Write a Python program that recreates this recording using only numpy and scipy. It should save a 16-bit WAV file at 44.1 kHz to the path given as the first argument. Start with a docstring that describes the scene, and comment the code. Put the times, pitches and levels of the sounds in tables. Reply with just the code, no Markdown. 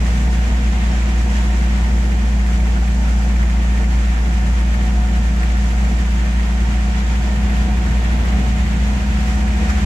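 """Inside a car cruising on a wet road in the rain. The four-cylinder engine booms at its firing rate and
clatters faintly through the bulkhead; near the end it picks up a little and the boom starts to throb.
Gears and alternator whine faintly. Tyres rumble and hiss, fine rain patters on the windscreen, a few
splashes slap the body, and the spray swells as the car comes up to a truck."""
import sys
import numpy as np
from scipy import signal
from scipy.fft import rfft, irfft, next_fast_len
from scipy.io import wavfile
from scipy.ndimage import map_coordinates

SR = 44100
rng = np.random.default_rng(int(sys.argv[2]) if len(sys.argv) > 2 else 0)


def to_wav(sig):
    """Store sig (one row per channel, or 1-D mono) as 16-bit WAV at the path in sys.argv[1].

    Samples outside -1..1 are clipped; the rate is SR.
    """
    pcm = np.clip(np.atleast_2d(sig), -1, 1) * 32767
    pcm = np.round(pcm).astype(np.int16)
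    wavfile.write(sys.argv[1], SR, pcm.T)  # frames by channels


N = 434381
TIME_S = np.arange(N) / SR
FFT_SIZE = next_fast_len(N)
FREQ_HZ = np.maximum(np.arange(FFT_SIZE // 2 + 1) * SR / FFT_SIZE, 1)


def undb(db):
    """Decibels to gain."""
    return 10 ** (np.asarray(db) / 20)


def unit(x):
    """Scale to rms 1."""
    return x / np.sqrt(np.mean(x ** 2))


def pan(left_minus_right_db):
    """Left and right gains."""
    return undb(np.array([[.5], [-.5]]) * left_minus_right_db)


def noise():
    """Two independent white noises."""
    return rng.standard_normal((2, N))


def walk(rate_hz):
    """Smooth random drift, rms 1."""
    knots = rng.standard_normal(int(N / SR * rate_hz) + 4)
    fine = signal.resample_poly(knots, 16, 1)
    return unit(np.interp(TIME_S * rate_hz * 16, np.arange(len(fine)), fine))


def over_time(points):
    """Interpolate (time_s, value) points per sample."""
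    return np.interp(TIME_S, *np.transpose(points))


def over_freq(points):
    """Interpolate (freq_hz, value) points per FFT bin, in log frequency."""
    freq_hz, value = np.transpose(points)
    return np.interp(np.log(FREQ_HZ), np.log(freq_hz), value)


def bell(peak_s, sigma_s):
    """Gaussian envelope, peak 1."""
    return np.exp(-.5 * ((TIME_S - peak_s) / sigma_s) ** 2)


def swells_db(table):
    """Sum of bell-shaped level rises."""
    return sum(boost_db * bell(peak_s, sigma_s) for peak_s, sigma_s, boost_db in table)


def filtered(x, response):
    """Apply a (freq_hz, gain_db) response."""
    return irfft(rfft(x, FFT_SIZE) * undb(over_freq(response)), FFT_SIZE)[..., :N]


def narrowband(turns, width_hz):
    """Tone spread into a band by random amplitude and phase."""
    angle = 2 * np.pi * turns
    return unit(walk(width_hz) * np.cos(angle) + walk(width_hz) * np.sin(angle))


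def wavering(turns, rate_hz, slip_turns=.24):
    """Tone with slipping phase and fluttering level."""
    flutter = undb(1.8 * walk(2 * rate_hz))
    return unit(flutter * np.cos(2 * np.pi * (turns + slip_turns * walk(rate_hz))))


# Left-right coherence of the cabin field: freq_hz, correlation
CABIN_COHERENCE = [(80, 0.99), (120, 0.99), (220, 1), (285, -0.039), (340, 0.57), (450, 0.91),
                   (530, -0.072), (680, 0.41), (760, 0.74), (830, 0.084), (930, 0.42), (1080, -0.16),
                   (1350, -0.0068), (1620, -0.74), (1900, -0.21), (2500, -0.029), (3500, 0.0017)]

def cabin(pair, spectrum):
    """Coloured stereo field, rms 1; long waves reach both microphones alike."""
    correlation = np.clip(over_freq(CABIN_COHERENCE), -1, 1)
    coloured = rfft(pair, FFT_SIZE) * undb(over_freq(spectrum))
    mid, side = coloured * np.sqrt([1 + correlation, 1 - correlation])
    return unit(irfft(np.array([mid + side, mid - side]), FFT_SIZE)[:, :N])


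# Weak engine tones: order (multiple of the cycle rate), level_db, left_minus_right_db
ENGINE_ORDERS = [(8, -39.5, 4.5), (10, -48, 0), (12, -32, -2.5), (16, -48.5, 15.5), (17, -48.5, -5),
                 (18, -62, -7), (20, -49.5, 0), (24, -49, -6), (34, -55.5, 7), (36, -58, -1), (38, -55, -5),
                 (40, -54, 6), (46, -58.5, -4)]

def engine_tones(cycles, load):
    """Four firings a cycle boom; under load the fifth order beats against them once a cycle."""
    def tone(order, level_db):
        # firing harmonics align into a pulse; other orders take random phases
        phase_turns = rng.random() * (order % 4 > 0)
        return np.sqrt(2) * undb(level_db) * np.cos(2 * np.pi * (order * cycles + phase_turns))
    boom = tone(order=4, level_db=-14 - 3.5 * load + .2 * walk(12))
    drone = pan(2) * tone(order=14, level_db=-29.5 + 5.9 * load + .6 * walk(5.4))
    throb = tone(order=5, level_db=-45 + 30 * load)
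    tones = boom + throb + drone
    for order, level_db, side_db in ENGINE_ORDERS:
        tones += pan(side_db) * tone(order, level_db + walk(5.5))
    return tones


# Tick and knock spectra: freq_hz, relative_db
TICK_SPECTRUM = [(300, 0), (500, -2.5), (750, 9), (1100, -1.5), (1500, 7), (1800, 4.5), (2300, -15),
                 (3200, -21), (6000, -22), (12000, -36)]
KNOCK_SPECTRUM = [(1200, -17), (1800, 10), (2400, 4.5), (3200, -9), (6000, -18)]

def engine_clatter(cycles, ticks_per_cycle=8, pattern_size=3032):
    """Valves and injectors tick in a near-repeating pattern; one cylinder knocks harder."""
    phase_turns = cycles % 1
    patterns = rng.standard_normal((2, pattern_size))
    index = phase_turns * pattern_size
    repeating = np.array([map_coordinates(p, [index], order=3, mode="grid-wrap") for p in patterns])
    tick_envelope = undb(7 * np.cos(2 * np.pi * ticks_per_cycle * phase_turns))
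    ticks = undb(-41) * cabin((repeating + .8 * noise()) * tick_envelope, TICK_SPECTRUM)
    knock = undb(-45.5) * cabin(noise() * np.exp(-phase_turns / .15), KNOCK_SPECTRUM)
    return undb(2.7 * walk(40)) * (ticks + knock)


# Alternator partials: cruise_pitch_hz, relative_db
ALTERNATOR_PARTIALS = [(5560, -2), (6670, 0), (7780, -5)]
# Whine swells: peak_s, sigma_s, boost_db
ALTERNATOR_SWELLS = [(1.1, 0.27, 7), (6.95, 0.2, 5), (8.6, .15, 5)]

def alternator(engine_clock_s, level_db=-60, width_hz=80):
    """Thin, rough whine that tracks engine speed and comes and goes."""
    def channel():
        return sum(undb(db) * narrowband(hz * engine_clock_s, width_hz) for hz, db in ALTERNATOR_PARTIALS)
    return undb(level_db + swells_db(ALTERNATOR_SWELLS)) * np.array([channel(), channel()])


# Gear hum and whine swells: peak_s, sigma_s, boost_db
GEAR_HUM_SWELLS = [(.95, .35, 6.5), (1.9, 0.22, 5), (3.45, .18, 2.5), (5.35, .17, 6), (6.1, 0.11, 2.5)]
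GEAR_WHINE_SWELLS = [(.33, 0.09, 9), (1.4, 0.15, 5.5), (4.35, .12, 4), (5, 0.1, 10), (6.8, 0.12, 6.5),
                     (7.7, 0.22, 6.5), (8.35, 0.15, 8), (9.27, 0.092, 7.5), (9.7, .1, 6.5)]
# Shaft bands: cruise_pitch_hz, width_hz, relative_db, left_minus_right_db
SHAFT_BANDS = [(168.8, 5, -43.5, 6), (490, 20, -52, 5), (617, 14, -51, -8), (748, 30, -53, 8),
               (911.5, 24, -49, -3), (1600, 48, -55.5, -5), (1815, 70, -50.5, -11), (2425, 70, -54, -8)]

def drivetrain(engine_clock_s, load, hum_hz=338, whine_hz=732):
    """Gears and shafts sing in speed-tracking bands; load eases the hum and lifts the rest."""
    hum_db = -46.5 - 2.6 * load + swells_db(GEAR_HUM_SWELLS)
    hum = undb(hum_db) * wavering(hum_hz * engine_clock_s, rate_hz=5)
    whine_db = -48 + 2.9 * load + swells_db(GEAR_WHINE_SWELLS)
    whine = undb(whine_db) * wavering(whine_hz * engine_clock_s, rate_hz=10)
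    shafts = sum(undb(db) * pan(side_db) * narrowband(hz * engine_clock_s, width_hz)
                 for hz, width_hz, db, side_db in SHAFT_BANDS)
    return hum + pan(1.2) * whine + undb(-.7 + 3 * load) * shafts


# Rough road stretches: peak_s, sigma_s, rumble_boost_db
ROUGH_ROAD = [(.3, 0.26, 3.5), (1.9, 0.22, 1), (4.45, 0.092, 1), (5.85, 0.12, 2.5), (7.5, 0.23, 2.5),
              (8.3, 0.32, 5), (9.1, 0.33, 2.3)]
# Body rumble and tread roar spectra: freq_hz, relative_db
RUMBLE_SPECTRUM = [(15, -8), (26, -13), (36, -2), (47, 3), (66, 5), (82, 4), (98, -1), (130, 3),
                   (160, -0.5), (210, -4.5), (280, -16), (420, -46.5)]
ROAR_SPECTRUM = [(120, -23), (190, 11.5), (235, 12), (275, 3.5), (330, 5), (400, -1.5), (480, 2), (550, -3),
                 (680, 1.5), (850, -1.5), (980, -4.5), (1200, -9.5), (2000, -37)]

def tyres(load):
    """The road shakes the body and the tread roars, both louder on rough stretches."""
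    rough_db = swells_db(ROUGH_ROAD)
    rumble = undb(-29 + rough_db + .5 * walk(12)) * cabin(noise(), RUMBLE_SPECTRUM)
    roar_db = -33 + 1.5 * load + .31 * rough_db + 1.4 * walk(14)
    return rumble + undb(roar_db) * cabin(noise(), ROAR_SPECTRUM)


def reflections(pair, longest_s=.022, count=6, echo_gain=.11):
    """Short echoes off glass and dashboard ripple each channel's spectrum; rms 1."""
    lags = (rng.uniform(.0994, 1, (2, count)) * longest_s * SR).astype(int)
    echoes = np.array([sum(np.roll(x, lag) for lag in row) for x, row in zip(pair, lags)])
    return unit(pair + echo_gain * echoes)


# Water on the road: time_s, wetness_db
WETNESS = [(0, 1), (1.55, 1), (1.95, -0.7), (2.8, -1.6), (5.4, -0.6), (8.2, 1.5), (9.3, 1), (9.85, 2)]
# Extra spray from puddles: peak_s, sigma_s, boost_db
PUDDLE_SWELLS = [(3.07, 0.035, 3), (4, .4, 1.6), (9.7, 0.18, 1.3)]
# Spray and sizzle spectra: freq_hz, relative_db
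SPRAY_SPECTRUM = [(600, -20), (1000, -1), (1300, -1.5), (1650, 2), (2300, 0), (2800, -6.5), (3500, -13.5),
                  (5000, -23.5), (9000, -43)]
SIZZLE_SPECTRUM = [(1800, -38), (2700, 1.5), (3200, 1), (4000, -3.5), (4700, -7), (6000, -28), (9000, -36)]

def wet_road():
    """Spray hisses in the wheel arches; the tread sizzles as it peels off the water film."""
    film_db = over_time(WETNESS) + .32 * walk(7)
    spray_db = -35 + film_db + swells_db(PUDDLE_SWELLS) + .24 * walk(14)
    spray = undb(spray_db) * reflections(cabin(noise(), SPRAY_SPECTRUM))
    sizzle_db = -42.5 + 1.2 * film_db + .24 * walk(18)
    sizzle = undb(sizzle_db) * reflections(filtered(noise(), SIZZLE_SPECTRUM))
    return spray + sizzle


def patter(spectrum, drops_per_s=3500, size_spread_db=2.5):
    """Dense small drops, a few larger, over an even wash; rms 1."""
    hits = rng.random((2, N)) < drops_per_s / SR
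    sizes = undb(size_spread_db * np.minimum(rng.exponential(size=(2, N)), 4))
    impacts = undb(-7) * unit(hits * sizes * noise())
    return unit(filtered(impacts + noise(), spectrum))


# Heavier showers: peak_s, sigma_s, boost_db
SHOWER_SWELLS = [(0, .5, 2), (1.5, .3, 1.5), (3.1, 0.13, 1.2), (5.7, 0.23, 1.1), (9.8, 0.47, 2)]
# Drop and mist spectra: freq_hz, relative_db
DROP_SPECTRUM = [(2000, -12.5), (3800, -2.5), (4900, 1.5), (6000, 1), (7800, -1), (9000, -5.5),
                 (11000, -18), (14200, -24)]
MIST_SPECTRUM = [(5000, -26), (8000, -7), (9200, 2), (11000, 1.5), (12800, -5), (14200, -4)]

def rain():
    """Drops tick on the windscreen; the finest burst into a thin, flickering mist."""
    drops = undb(-44) * patter(DROP_SPECTRUM)
    mist = undb(-51.5 + .4 * walk(22)) * patter(MIST_SPECTRUM)
    gust_db = .33 * walk(7.7)
    return undb(swells_db(SHOWER_SWELLS) + gust_db) * (drops + mist)


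# Water hitting the body: peak_s, sigma_s, level_db
SPLASH_HITS = [(1.625, .02, -41), (8.28, .03, -39), (9.48, .015, -38), (9.705, .013, -27.5),
               (9.783, .012, -30)]
# Splash spectrum: freq_hz, relative_db
SPLASH_SPECTRUM = [(500, -27), (1000, -6), (1500, 2), (2000, -1), (2700, -13), (4000, -15), (7000, -19),
                   (14000, -31)]

def splashes():
    """Sheets of water slap the body in short bursts."""
    envelope = sum(undb(level_db) * bell(peak_s, sigma_s) for peak_s, sigma_s, level_db in SPLASH_HITS)
    return envelope * cabin(noise(), SPLASH_SPECTRUM)


# Engine speed: time_s, firing_hz
FIRING_RATE = [(0, 58.68), (1.4, 58.5), (2.1, 58.14), (4.4, 57.85), (5.6, 57.97), (7.6, 58.27), (9.3, 58.8),
               (9.85, 59.03)]
# Engine pull: time_s, load_fraction
ENGINE_LOAD = [(0, 0.1), (1.4, 0.11), (3, 0), (5, .1), (6.7, 0.2), (7.5, 0.5), (8, 0.15), (9, .58),
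               (9.4, 0.66), (9.85, 0.87)]
CRUISE_FIRING_HZ = 58.2

def scene():
    """Engine, drivetrain, tyres and water from the front seat."""
    firing_hz = over_time(FIRING_RATE)
    load = over_time(ENGINE_LOAD)
    cycles = np.cumsum(firing_hz) / SR / 4  # four firings per four-stroke cycle
    engine_clock_s = np.cumsum(firing_hz / CRUISE_FIRING_HZ) / SR  # real time at cruise speed
    engine = engine_tones(cycles, load) + engine_clatter(cycles) + alternator(engine_clock_s)
    surges = undb(.67 * walk(24))
    water = surges * (wet_road() + rain())
    return engine + drivetrain(engine_clock_s, load) + tyres(load) + water + splashes()


# Right microphone response: freq_hz, gain_db
RIGHT_MIC_RESPONSE = [(100, 0), (900, .5), (1500, 0.5), (3000, 1), (4300, -0.5), (5500, 2.5), (6700, 5.5),
                      (7700, 3.5), (8700, -2), (9400, -17), (10100, -20), (10800, -14), (12500, -10.5),
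                      (14200, -14)]

def record(dry, fade_s=.005, cutoff_hz=14250):
    """Phone whose right microphone peaks in the treble and is dull above; end fades, steep low-pass."""
    to_edge_s = np.minimum(TIME_S, TIME_S[-1] - TIME_S)
    left, right = dry * np.minimum(to_edge_s / fade_s, 1)
    mics = np.array([left, filtered(right, RIGHT_MIC_RESPONSE)])
    lowpass = signal.ellip(12, .2, 80, cutoff_hz, fs=SR, output="sos")
    return signal.sosfilt(lowpass, mics)


dry = scene()
out = record(dry)
to_wav(out)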